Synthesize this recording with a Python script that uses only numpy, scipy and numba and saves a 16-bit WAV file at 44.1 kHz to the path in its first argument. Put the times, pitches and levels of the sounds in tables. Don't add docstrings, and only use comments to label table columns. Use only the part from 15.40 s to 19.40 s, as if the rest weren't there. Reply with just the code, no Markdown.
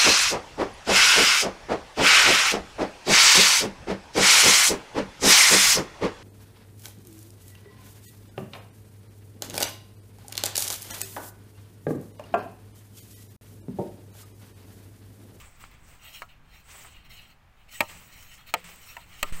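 import sys
import numpy as np
from scipy import signal
from scipy.io import wavfile
from scipy.ndimage import uniform_filter1d
from numba import njit

SR = 44100
rng = np.random.default_rng(int(sys.argv[2]) if len(sys.argv) > 2 else 0)


def magnitude_from_level(level_db):
    exponent = np.asarray(level_db, float) / 20
    return 10 ** exponent


def store_pcm(level_fs):
    pcm = np.round(np.clip(level_fs, -1, 1) * 32767).astype(np.int16)
    wavfile.write(sys.argv[1], SR, np.atleast_2d(pcm).T)


N = 176400
T = np.arange(N) / SR

# f/Hz, spectral level/dB per Hz
AIR_SPECTRUM = [(140, -10), (350, -26), (900, -15), (2200, -18), (2800, -23.5), (4500, -32), (10500, -39),
                (14300, -35.5)]
# t/s, level/dB
GUSTS = [(0, -50), (.04, -49), (.13, -57), (.26, -50.5), (.32, -54), (.6, -57), (.8, -55), (1.0, -56),
         (1.25, -58.5), (1.45, -56), (1.7, -53.5), (1.95, -57.5), (2.3, -59), (2.7, -54.5), (3.0, -55.5),
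         (3.4, -56), (3.7, -57), (4., -57.5)]
# t/s, step size, swing f/Hz, decay/s, rise/s
JOLTS = [
    (3.827, -.044, 6, .15, .004),
    (3.9235, .078, 0, .08, .0015),
]
# t/s, level/dB, pole-wall level relative to treble/dB
TICKS = [(0.2009, -51, -10), (0.2074, -51, 5), (0.3137, -43, -5), (0.6848, -42, -3), (1.28, -50, 0),
         (1.3259, -40, -7), (1.6287, -58, 11), (1.6501, -55, 3), (1.6995, -49, 4), (2.3057, -52, 1),
         (2.3436, -41, -10), (2.3436, -31, -13), (2.4049, -15, -8), (2.6773, -40, -10), (3.0689, -44, -2),
         (3.1393, -23, 7), (3.241, -37, -2), (3.3383, -35, -10), (3.3588, -36, -7), (3.7938, -38, 17),
         (3.8277, -13.5, -9), (3.9255, -38, 7), (3.9689, -34, -11)]
MORE_TICKS = [(.333, -54, 8), (1.912, -56, 2), (2.827, -41, -4), (2.95, -50, 6), (3.289, -43, -8),
              (3.322, -45, -8), (3.445, -47, -6), (3.889, -40, -4)]
# start t/s, peak t/s, end t/s, level/dB
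HUMS = [
    (2.438, 2.51, 2.7, -56.5),
    (3.152, 3.165, 3.23, -55.5),
    (3.23, 3.254, 3.37, -52.5),
    (3.833, 3.877, 4.7, -53.5),
    (3.914, 3.961, 4.3, -54.5),
]
# t/s, ring level/dB, snap level/dB, contact time/ms
KNOCKS = [(0.2403, -45.5, -61, 0.21), (.249, -61, -55, 0.46), (.314, -66, -60, 0.23),
          (0.8205, -35.5, -43, 0.43), (1.354, -54, -56, 0.81), (1.447, -49.5, -56, 0.88),
          (2.4054, -19.5, -21, 1.65), (3.14, -20.5, -20.5, 0.24), (3.568, -38.5, -45, 0.35),
          (3.829, -23.5, -21.5, 0.47), (3.971, -66, -58, 0.36)]
SECTION_HIT = [5, 5, 5, 3, 3, 3, 0, 1, 4, 2, 5]
# f/Hz, level/dB, t60/s
SECTION_MODES = [
    [(96, -16.5, 0.22), (214, -6, 0.091), (603, 1.5, 0.1), (791, -2.5, 0.095), (921, 2, 0.1),
     (1197, 0, 0.1), (1860, 4.5, 0.054), (2300, -15, 0.019), (2395, 10.5, 0.041), (3170, -1, 0.034)],
    [(190, -3, .06), (501, -5, 0.19), (694, 11.5, 0.082), (884, 10, 0.061), (1100, -14, .05),
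     (1247, 15, 0.044), (1757, 4.5, 0.063), (2415, 15, 0.032), (2980, 6, 0.047), (3670, 13, 0.011)],
    [(610, -5.5, 0.053), (800, -10, 0.026), (1214, -6.5, 0.1), (1841, -38, 0.038), (2280, -19, 0.027),
     (2576, 4.5, 0.028), (3190, -2, 0.017)],
    [(696, 1, 0.087), (1100, 6.5, 0.068), (1287, 4.5, 0.095), (1650, 9, 0.03), (2047, 7, 0.035),
     (2750, 0.5, 0.022)],
    [(696, -4.5, 0.11), (944, -0.5, 0.11), (1340, -10.5, 0.12), (1840, 5.5, 0.024), (2660, 1.5, 0.03)],
    [(1230, 2.5, 0.008), (2200, 4, 0.0067), (3200, -1, 0.0057)],
]
# f/Hz, width/Hz, level/dB
SNAP_BANDS = [(390, 430, 0.5), (1003, 650, 9), (2320, 940, 14.5), (4080, 1140, 8), (7900, 1940, 9),
              (14100, 3500, 8)]
# start t/s, peak t/s, end t/s, level/dB, fibre hiss level/dB
RUBS = [(-.3, .2, 0.47, -62, -2.5), (2.3, 2.7, 2.97, -61, -1.5), (3.0, 3.4, 6.2, -61, -2),
        (-.1, .02, 0.1, -55.5, -2), (.2, .212, 0.24, -53.5, -1.5), (.225, .245, 0.27, -55.5, -19),
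        (.3, .34, 0.4, -62, -19), (.42, .5, 0.63, -58, -2.5), (1.24, 1.36, 1.566, -53.5, 2),
        (1.25, 1.3, 1.32, -60.5, -24), (1.44, 1.47, 1.5, -63, -12), (2.42, 2.455, 2.44, -45, 2),
        (2.485, 2.5, 2.61, -49, -7.5), (3.15, 3.18, 3.23, -49.5, -8), (3.241, 3.244, 3.417, -52.5, -2),
        (3.84, 3.885, 3.915, -49, -7), (3.923, 3.926, 4.04, -45.5, -2.5)]
# f/Hz, width/Hz, level/dB
WALL_BANDS = [(724, 920, 5), (1162, 275, 3), (2034, 270, 1), (2440, 930, 8.5), (4620, 830, -4)]
# f/Hz, width/Hz, level/dB
FIBRE_BANDS = [(6160, 2100, 1.5), (7990, 870, 4), (10400, 8300, -10.5), (15000, 5300, 1)]
# start t/s, peak t/s, end t/s, level/dB, edge hiss level/dB
PULLS = [(.6, .68, 0.77, -49.5, -6), (.72, .76, 0.86, -50.5, -3), (.882, .895, 0.97, -58, -12.5),
         (1.03, 1.06, 1.1, -71, -16), (1.07, 1.15, 1.25, -57.5, -8.5), (1.46, 1.57, 1.69, -55.5, -16),
         (1.64, 1.655, 1.68, -56, -9), (1.692, 1.71, 1.77, -52, -4.5), (1.72, 1.77, 1.857, -54, -7),
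         (1.78, 1.89, 1.955, -58.5, -11), (2.16, 2.2, 2.26, -63, -10), (2.28, 2.295, 2.3, -56.5, -13),
         (2.3, 2.345, 2.573, -49, -2), (2.5, 2.6, 2.72, -63.5, 3.5), (2.68, 2.8, 3.025, -53, -2.5),
         (2.9, 2.935, 2.96, -55, -3.5), (2.97, 2.988, 3.06, -54, -16.5), (3.062, 3.076, 3.14, -51.5, -6),
         (3.08, 3.1, 3.11, -51, -6), (3.38, 3.52, 3.6, -52, -0.5), (3.58, 3.62, 3.66, -54, -14),
         (3.68, 3.74, 3.82, -54, -6), (3.76, 3.8, 3.93, -59, 1)]
# f/Hz, width/Hz, level/dB
SHEEN_BANDS = [(5630, 97, 0), (6500, 160, -4.5), (7080, 120, -4), (7910, 140, 0), (8400, 170, -4)]
# f/Hz, width/Hz, level/dB
STEEL_BANDS = [(730, 210, -9.5), (1330, 195, -6), (1930, 120, -4.5), (2180, 130, -4.5), (2686, 190, 0.5),
               (2914, 104, -3), (3141, 82, -4), (4144, 184, -3.5), (2435, 220, -3), (3697, 160, -7.5),
               (4830, 210, -15.5)]
# f/Hz, width/Hz, level/dB
EDGE_BANDS = [(6750, 3000, 2), (9720, 1000, -9), (12680, 1200, -3), (13900, 1500, -1), (14900, 2000, -13),
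              (15500, 1300, 0.5)]


@njit
def glide(x, g, k):
    y, band, low = np.empty(len(x)), 0., 0.
    for i in range(len(x)):
        v = (band + g[i] * (x[i] - low)) / (1 + g[i] * (g[i] + k))
        band = 2 * v - band
        low = low + 2 * g[i] * v
        y[i] = k * v
    return y


def resonate(x, hz, width, drift=0.93):
    g = np.tan(np.pi * hz / SR) * drift * np.ones(len(x))
    once = glide(x, g, width / hz)
    return glide(once, g, width / hz)


def level(x, db):
    return x * magnitude_from_level(db) / np.sqrt(np.mean(x ** 2))


def walk(rate):
    hold = max(int(SR / rate / 32), 2)
    held = np.repeat(rng.standard_normal(N // 32 // hold + 2), hold)
    slow = uniform_filter1d(uniform_filter1d(held, hold), hold)
    return 1.3 * np.interp(T, np.arange(len(slow)) * 32 / SR, slow)


def swell(start, peak, end):
    distance = np.interp(T, [2 * start - peak, peak, 2 * end - peak], [2, 0, 2])
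    return np.exp(-1.9 * distance ** 2)


def grit(spread_db):
    catches = rng.standard_normal(N)
    size_db = spread_db * np.minimum(rng.exponential(size=N), 5)
    return level(catches * magnitude_from_level(size_db), 0)


def body(x, bands, patchy_db, rate, wander):
    out = 0
    for k, (f, width, db) in enumerate(bands):
        strength = magnitude_from_level(db + patchy_db * walk(rate))
        feed = np.roll(x, k * 9973)
        out = out + strength * level(resonate(feed, f, 2.01 * width, 1 + wander * walk(rate / 2)), 0)
    return level(out, 0)


def strokes(rows, low, high, judder_db):
    force = np.array([swell(start, peak, end) * magnitude_from_level(db) for start, peak, end, db, _ in rows])
    hiss_force = magnitude_from_level(np.array(rows)[:, 4]) @ force
    return magnitude_from_level(judder_db * walk(45)) * (force.sum(0) * low + hiss_force * high)


def air():
    ambience, hz_db = 0, np.array(AIR_SPECTRUM)
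    for hz in 112 * 2 ** np.arange(0, 7.1, .5):
        db = np.interp(np.log(hz), np.log(hz_db[:, 0]), hz_db[:, 1]) + 0.57 * walk(7.0)
        ambience = ambience + magnitude_from_level(db) * resonate(rng.standard_normal(N), hz, hz / 2)
    wind = 0
    for f, width, db in [(6.34, 14.5, -2.0), (37.2, 56, -3.0), (81.7, 129.5, -4.5)]:
        flutter = magnitude_from_level(db + 2.06 * walk(5.18))
        wind = wind + flutter * level(resonate(rng.standard_normal(N), f, width), 0)
    return level(ambience, -63.5) + wind * magnitude_from_level(np.interp(T, *np.array(GUSTS).T))


def jolts():
    out = np.zeros(N)
    for start, size, f, decay, rise in JOLTS:
        t = np.maximum(T - start, 0)
        out += size * np.cos(2 * np.pi * f * t) * np.exp(-t / decay) * (1 - np.exp(-t / rise))
    return out


def ticks():
    high, low, t = np.zeros(N), np.zeros(N), T[:512]
    t60_s, gain_db = 0.0082, -4
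    for start, db, wall_db in TICKS + MORE_TICKS:
        i = int(start * SR)
        snap = rng.standard_normal(512) * magnitude_from_level(db + gain_db - 60 * t / t60_s)
        high[i:i + 512] += snap
        low[i:i + 512] += snap * magnitude_from_level(min(wall_db, 7))
    return resonate(high, 13700.0, 12000.) + resonate(low, 2600.0, 3200.0)


def pole_hum():
    hz = 171.6 * (1 + 0.023 * walk(25))
    phase = 2 * np.pi * np.cumsum(hz) / SR
    loudness = sum(swell(start, peak, end) * magnitude_from_level(db + 1.5) for start, peak, end, db in HUMS)
    return np.sin(phase) * magnitude_from_level(2.8 * walk(22)) * loudness


def section_ring(modes, phases, contact_ms, t):
    out = 0
    for (f, db, t60_s), (a, b, c) in zip(modes, phases):
        w = 2 * np.pi * f
        cluster = np.cos(w * (t - contact_ms / 1000) + a / 5)
        cluster = cluster + 0.57 * np.sin(1.09 * w * t + b) + 0.46 * np.sin(.89 * w * t + c)
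        out = out + magnitude_from_level(db - 60 * t / t60_s) * cluster
    return out * (1 - np.exp(-(t * 1000 / contact_ms) ** 2))


def fibre_snap(noise, snap_db, contact_ms, t):
    rise = np.minimum(t * 1000 / contact_ms, 1) ** 2
    out = 0
    for f, width, db in SNAP_BANDS:
        t60_s = 0.036 * (2000 / f) ** 0.48
        dulling_db = (f > 5000) * 0.2 * (snap_db + 21.5)
        out = out + magnitude_from_level(db + dulling_db) * resonate(noise * rise * magnitude_from_level(-60 * t / t60_s), f, width)
    return out


def knocks():
    out, t = np.zeros(N + 8192), T[:8192]
    for (start, ring_db, snap_db, contact_ms), section in zip(KNOCKS, SECTION_HIT):
        noise = rng.standard_normal(8192)
        phases = 2 * np.pi * rng.random((11, 3))
        ring = section_ring(SECTION_MODES[section], phases, contact_ms, t)
        snap = fibre_snap(noise, snap_db, contact_ms, t)
        i = int(start * SR) - 30
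        out[i:i + 8192] += magnitude_from_level(ring_db) * ring / ring[:400].std() + magnitude_from_level(snap_db) * snap / snap[:150].std()
    ground_lag = int(2.2 * SR / 1000)
    return out[:N] + magnitude_from_level(-15.5) * np.roll(out, ground_lag)[:N]


def fibre_rubs(rub):
    wall = body(rub, WALL_BANDS, patchy_db=2.0, rate=35, wander=0.022)
    hiss = body(rub, FIBRE_BANDS, patchy_db=2.4, rate=60, wander=.015)
    return strokes(RUBS, wall, hiss, judder_db=1.1)


def blade_sheen(pull):
    upper = body(pull, SHEEN_BANDS, patchy_db=4.0, rate=30, wander=.02)
    return magnitude_from_level(-6) * strokes(PULLS, 0, upper, judder_db=1.5)


def steel_pulls(pull):
    blade = body(pull, STEEL_BANDS, patchy_db=3.0, rate=40, wander=.015)
    edge = body(pull, EDGE_BANDS, patchy_db=3.0, rate=60, wander=.012)
    return strokes(PULLS, blade, edge, judder_db=1.4)


def scene():
    pull, rub = grit(spread_db=3.5), grit(spread_db=2.5)
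    friction = steel_pulls(pull) + fibre_rubs(rub)
    pole = knocks() + pole_hum()
    background = jolts() + air()
    return (friction + pole + background + ticks() + blade_sheen(pull))[None]


def roll_off(x):
    return signal.sosfilt(signal.butter(12, 16870, fs=SR, output="sos"), x)


def record(dry):
    low_pass = signal.ellip(10, .3, 45, 15850, fs=SR, output="sos")
    mix = signal.sosfilt(low_pass, dry)
    return roll_off(mix)


dry = scene()
out = record(dry)
store_pcm(out)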